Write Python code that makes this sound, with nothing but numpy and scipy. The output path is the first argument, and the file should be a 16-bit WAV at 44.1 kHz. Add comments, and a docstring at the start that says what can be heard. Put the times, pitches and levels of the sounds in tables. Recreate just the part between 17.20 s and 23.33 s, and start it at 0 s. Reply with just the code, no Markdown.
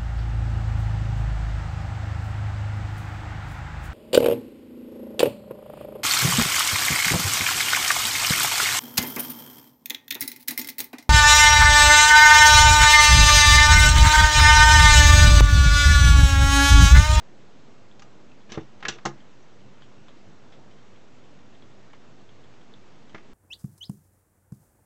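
"""Record changer at work

Close on a portable record player in a quiet room: levers slide, snap and knock on its steel deck, set in
a wooden case. Blows ring each part's modes over a noisy rattle; a dragging lever is lumpy resonant noise.
The drive ticks faintly as the platter turns, each tick a burst of noise in three resonant bands.
Under it lie mains hum and a thin electrical whine, both wavering sines, and the shaped-noise hiss of
room and microphone. A short room tail follows the mechanism; the microphone rolls off the treble."""
import sys
import numpy as np
from scipy import signal
from scipy.fft import rfft, irfft, next_fast_len
from scipy.io import wavfile
from scipy.ndimage import uniform_filter1d, map_coordinates

SR = 44100
rng = np.random.default_rng(int(sys.argv[2]) if len(sys.argv) > 2 else 0)


def unload_wav(signal):
    """Save mono or channel-first audio to the path in sys.argv[1] as 16-bit WAV at rate SR, clipped to [-1, 1]."""
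    wavfile.write(
        sys.argv[1],
        SR,
        np.round(np.clip(np.atleast_2d(signal).T, -1, 1) * 32767).astype(np.int16),
    )


N = 270509

# Mains harmonics of the motor, mean levels: pitch_hz, rms_level_db
MOTOR_HUM = [(99.9, -70), (149.8, -73), (199.5, -66), (249.9, -70)]
# Thin electrical whine, mean levels: pitch_hz, rms_level_db
ELECTRICAL_WHINE = [(2667, -85.5), (3111, -85.5), (3555, -85.5), (6222, -88), (6667, -88.5), (7887, -82)]
# Spectrum shape of room and microphone hiss: pitch_hz, relative_density_db
HISS_SPECTRUM = [(15, -41.5), (25, -26.5), (70, -21), (135, -10.5), (170, -15.5), (225, -13), (472, -17.5),
                 (674, -20.5), (1010, -24), (3540, -34), (6520, -40), (9500, -35.5)]
HISS_DB = -53  # mean rms level

# Faint ticks of the turning drive: start_s, pip_peak_db, pip_pitch_hz, knock_db (low knock over the pip)
DRIVE_TICKS = [(0.7136, -48, 3420, -20), (1.1174, -54, 2550, -10), (1.216, -58.5, 3520, -12),
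               (2.003, -54, 3180, -10), (2.226, -59, 6200, -22), (2.406, -58, 2900, -2),
               (2.621, -48.5, 3100, 5), (2.8835, -48.5, 3140, 6), (3.3228, -50.5, 3200, 3),
               (3.3384, -55.5, 3500, -4), (3.511, -55, 2980, 3), (3.5853, -53, 3140, -3),
               (3.76, -58, 3200, -5), (4.04, -56, 3200, -9), (4.35, -55, 3200, -6), (4.423, -53.5, 3230, 4),
               (4.701, -62, 2870, 15), (4.7327, -50, 2830, 8), (5.091, -51.5, 3200, -5),
               (5.239, -54, 3320, -9), (5.338, -59, 2370, 12), (5.4125, -55, 3180, -5),
               (5.538, -42.5, 3420, -17), (5.895, -50.5, 3040, -3.5)]
PUFF_OVER_DB, PUFF_TOP_DB = 8, 2  # puff level above the knock, and its ceiling above the pip
TICK_T60_S, LONGER_DB = 0.085, 0.4  # decay at 0 dB knock; dB of length per dB of knock

# Dying of the room tail: pitch_hz, t60_s
ROOM_DECAY = [(150, 0.21), (1000, 0.17), (8000, 0.14)]

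# Blows of the mechanism: start_s, case_db, board_db, plate_db, light_parts_db,
# brightness_octaves (above the bracket, where light parts lose nothing), rattle_t60_s
MECHANISM_BLOWS = [(0.7946, -67, -60, -49, -41, 1.3, .04), (0.8206, -66, -58, -41, -38.5, 1.36, 0.045),
                   (1.2925, -57, -37, -59, -47, -.2, 0.068), (1.3194, -50, -30, -39, -28, 1.5, .045),
                   (1.342, -61, -47, -44, -37, 0.7, 0.035), (1.355, -60, -48, -48, -41, -1.5, .04),
                   (1.3749, -27, -16.5, -36, -43, -0.5, 0.094), (1.604, -60, -49, -46, -48.5, 1.2, 0.04),
                   (1.626, -61, -35, -32, -30.5, -.2, 0.057),
                   (1.6513, -50, -39.5, -30.5, -21.5, -0.03, 0.051),
                   (1.6830, -35.5, -37, -30, -15, 1.5, .057), (1.6879, -30.5, -29, -28.5, -26, 0.5, 0.074),
                   (1.784, -66, -50, -44, -44, 0, .055), (1.8528, -22, -47, -20.5, -20, 1.63, 0.078),
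                   (1.8591, -22, -38, -14, -28.5, 0, 0.04), (5.9460, -39, -28.5, -30.5, -36, -0.3, .066),
                   (5.979, -62, -54, -53, -43.5, -0.1, .04)]
# Modes of the wooden case: pitch_hz, relative_level_db, t60_s
CASE_MODES = [(138.2, -0.5, 0.24), (202.6, -8.5, 0.35), (345, 0.5, 0.24), (426.5, 6.5, 0.091),
              (513, -12.5, 0.13)]
# Modes of the sprung motor board: pitch_hz, relative_level_db, t60_s
BOARD_MODES = [(92, -4, 0.066), (153, -3.5, 0.048), (225, 3, 0.06), (324.5, -3, 0.077), (414, -7, 0.11),
               (490, -10, 0.04), (644, -10, 0.064)]
# Modes of the plate: pitch_hz, relative_level_db, t60_s
PLATE_MODES = [(640, -13, 0.0093), (782, -2, 0.046), (832, -8, 0.073), (1010, -7.5, 0.017),
               (1217, -4.5, 0.07)]
# Modes of the bracket: pitch_hz, relative_level_db, t60_s
BRACKET_MODES = [(1350, -2.5, 0.017), (1540, 0.5, 0.027), (1695, 4, 0.082), (1914, 1, 0.081),
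                 (2154, -2, .05)]
# Modes of the steel deck: pitch_hz, relative_level_db, t60_s
DECK_MODES = [(2376, 0.5, 0.045), (2580, 2, 0.031), (2810, 5.5, 0.065), (3290, -0.5, 0.075),
              (3450, 4.5, 0.042), (4000, 0.5, 0.039), (4270, -1, 0.033)]
# Modes of the lever: pitch_hz, relative_level_db, t60_s
LEVER_MODES = [(4800, -11, .04), (5480, -7, .04), (6040, -2.5, 0.056), (5920, -1.5, 0.078),
               (6070, -14.5, 0.037), (6230, -8, 0.037), (6500, -13, 0.017), (7400, -20, 0.019)]
# Light parts (bracket, deck, lever in turn): octaves_above_bracket, readiness_db
LIGHT_PARTS = [(0, 3), (0.87, 1), (1.85, -2.5)]
RISE_S = 0.00071  # time constant of a contact building up
UNDER_DB, OVER_DB = 7.5, 10  # light-part loss: per octave below the brightness, per squared octave above

# A lever dragging along its cam: time_s, grind_rms_db (low), scrape_rms_db (bright)
LEVER_SLIDE = [(1.28, -70, -96), (1.30, -56, -57), (1.33, -47.5, -50), (1.36, -41.5, -51),
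               (1.40, -51.5, -61.5), (1.45, -77, -68), (1.60, -78, -86), (1.64, -42.5, -69),
               (1.68, -43, -66), (1.71, -58, -54), (1.74, -51, -51), (1.80, -53, -69), (1.84, -77, -73.5)]

# Microphone treble roll-off: pitch_hz, gain_db
MIC_ROLLOFF = [(6800, -0.5), (7600, -6), (8200, -12), (8700, -27.5), (9000, -40)]
TOP_HZ = 9050  # band limit of the converter
OFFSET = .0069  # standing voltage of the converter, as a share of full scale


def amp(db):
    """Decibels to gain."""
    return 10 ** (np.asarray(db) / 20)


def unit(x):
    """Scaled to rms 1."""
    return x / np.sqrt(np.mean(x ** 2) + 1e-20)


def peak_one(x):
    """Scaled to peak 1."""
    return x / np.max(np.abs(x))


def along(points, hz):
    """Values between (Hz, value) points on a log frequency axis."""
    point_hz, values = np.transpose(points)
    return np.interp(np.log(hz + 1), np.log(point_hz + 1), values)


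def curves(rows):
    """One value per sample for each column after the time."""
    s, *columns = np.transpose(rows)
    return [np.interp(np.arange(N) / SR, s, column) for column in columns]


def wobble(rate):
    """A smooth random curve, rate knots a second."""
    knots = rng.standard_normal(int(N * rate / SR) + 4)
    return map_coordinates(knots, [np.arange(N) * rate / SR])


def filtered(x, response):
    """x through a complex response of frequency, padded so the ringing does not wrap."""
    m = next_fast_len(len(x) + 8192)
    return irfft(rfft(x, m) * response(np.fft.rfftfreq(m, 1 / SR)), m)[:len(x)]


def band(f, hz, width_hz):
    """One causal resonance."""
    return 1j * f * width_hz / (hz * hz - f * f + 1j * f * width_hz + 1e-9)


def add(track, s, sound):
    """Mix a sound in at s seconds."""
    track[round(s * SR):][:len(sound)] += sound


def tones(lines, waver_db, drift):
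    """Hum or whine: steady sines whose level (dB) and phase (radians) wander a little."""
    t = np.arange(N) / SR
    total = np.zeros(N)
    for hz, db in lines:
        level = np.sqrt(2) * amp(db + waver_db * wobble(5.5))  # rms to peak
        phase = drift * wobble(3.5) + 2 * np.pi * rng.random()
        total += level * np.sin(2 * np.pi * hz * t + phase)
    return total


def hiss():
    """Room air, motor rumble and microphone noise: shaped noise with faint patches in time and pitch."""
    z = signal.stft(rng.standard_normal(N), nperseg=512)[2]
    patches = uniform_filter1d(rng.standard_normal(z.shape), size=8, axis=0)
    patches = uniform_filter1d(patches, size=10, axis=1)
    noise = signal.istft(z * amp(0.87 * unit(patches)), nperseg=512)[1][:N]
    shaped = unit(filtered(noise, lambda f: amp(along(HISS_SPECTRUM, f))))
    return amp(HISS_DB + 0.24 * wobble(7.4)) * shaped


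def ticks():
    """A small part touches the deck: decaying noise wakes a short pip, a broad puff and a duller knock."""
    track, t = np.zeros(N + SR), np.arange(SR // 8) / SR
    for s, db, pip_hz, knock_db in DRIVE_TICKS:
        puff_db = min(knock_db + PUFF_OVER_DB, PUFF_TOP_DB)
        t60 = TICK_T60_S * amp(LONGER_DB * knock_db)  # a heavier tick lasts longer
        decay = amp(-60 * t / t60)
        sharpness = 1 + 1.2 * amp(-60 * t / 0.0051)  # sharpest at first contact
        touch = decay * sharpness * rng.standard_normal(len(t))

        def part(hz, width_hz):
            """The touch heard through a doubled resonance."""
            return peak_one(filtered(touch, lambda f: band(f, hz, width_hz) ** 2))

        pip = part(pip_hz, width_hz=410)
        puff = part(hz=1870, width_hz=1960)
        knock = part(hz=910, width_hz=1120)
        add(track, s, amp(db) * (pip + amp(puff_db) * puff + amp(knock_db) * knock))
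    return track[:N]


def room(x):
    """The room's answer: a noise tail, each frequency dying at its own speed."""
    hz, t, z = signal.stft(rng.standard_normal(SR // 2), SR, nperseg=256)
    fade = amp(-60 * t / along(ROOM_DECAY, hz)[:, None])
    tail = signal.istft(z * fade, SR, nperseg=256)[1]
    delayed = np.pad(x, (200, 0))  # samples
    return signal.fftconvolve(delayed, tail / np.linalg.norm(tail))[:N]


def ringing(modes, t, scatter_db):
    """A part's impulse response; each blow lands elsewhere and wakes the modes at new strengths."""
    total = np.zeros(len(t))
    for hz, db, t60 in modes:
        level_db = db + scatter_db * rng.standard_normal()
        total += amp(level_db - 60 * t / t60) * np.sin(2 * np.pi * hz * t)
    return total


def struck(modes, push, rattle, t, dense):
    """A part's strong modes woken by the push, plus its crowd of weak ones, as noise after the rattle."""
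    low_hz, high_hz = modes[0][0], modes[-1][0]
    middle_hz, width_hz = np.sqrt(low_hz * high_hz), 2.36 * (high_hz - low_hz)
    noise = rattle * rng.standard_normal(len(t))
    crowd = filtered(noise, lambda f: band(f, middle_hz, width_hz) ** 3)
    strong = signal.fftconvolve(push, ringing(modes, t, scatter_db=4.5))[:len(t)]
    return peak_one(peak_one(strong) + dense * peak_one(crowd))


def blows():
    """A blow is a first contact and a dying rattle of loose play; each part takes its share."""
    track, t = np.zeros(N + SR), np.arange(SR // 3) / SR
    octaves, ready_db = np.transpose(LIGHT_PARTS)
    soft = -np.hanning(30)  # heavy parts feel one soft push
    for s, case_db, board_db, plate_db, light_db, bright, rattle_s in MECHANISM_BLOWS:
        away = octaves - bright
        loss_db = np.where(away > 0, OVER_DB * away ** 2, -UNDER_DB * away)
        small_db = light_db + ready_db - loss_db
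        rattle = amp(-60 * t / rattle_s) * (1 - np.exp(-t / RISE_S))
        sound = amp(case_db) * struck(CASE_MODES, soft, rattle, t, dense=0.63)
        sound += amp(board_db) * struck(BOARD_MODES, soft, rattle, t, dense=0.18)
        sound += amp(plate_db) * struck(PLATE_MODES, soft[::3], rattle, t, dense=0.54)  # a shorter push
        for db, modes in zip(small_db, (BRACKET_MODES, DECK_MODES, LEVER_MODES)):
            chatter = rattle ** 6 * rng.standard_normal(len(t))  # light parts feel the first contact's chatter
            sound += amp(db) * struck(modes, chatter, rattle, t, dense=2.1)
        add(track, s, sound)
    return track[:N]


def slide():
    """Rough metal on metal: lumpy noise through the parts' resonances."""
    def rub(modes, width_hz):
        """Lumpy noise through one set of modes, alternating in sign."""
        def body(f):
            return sum((-1) ** k * amp(db) * band(f, hz, width_hz) for k, (hz, db, _) in enumerate(modes))
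        grit = amp(3.0 * wobble(180)) * rng.standard_normal(N)
        return unit(filtered(grit, body))

    grind_db, scrape_db = curves(LEVER_SLIDE)
    grind = rub(CASE_MODES + PLATE_MODES, width_hz=190)
    scrape = rub(BRACKET_MODES + DECK_MODES + LEVER_MODES, width_hz=560)
    return amp(grind_db) * grind + amp(scrape_db) * scrape


def scene():
    """The mechanism, heard directly and through its room, over the steady sounds."""
    hum = tones(MOTOR_HUM, waver_db=3.0, drift=0.36)
    whine = tones(ELECTRICAL_WHINE, waver_db=1.5, drift=0.29)
    near = ticks() + blows() + slide()
    near = filtered(near, lambda f: (1j * f / (70 + 1j * f)) ** 3)  # a small case radiates little deep bass
    return (hum + whine + hiss() + near + amp(-11.5) * room(near))[None]


def record(dry):
    """The microphone loses treble; the converter cuts at its band limit, adds an offset and faint noise."""
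    heard = filtered(dry[0], lambda f: amp(along(MIC_ROLLOFF, f)) * (f < TOP_HZ))
    return heard[None] + OFFSET + amp(-105) * rng.standard_normal((1, N))


dry = scene()
out = record(dry)
unload_wav(out)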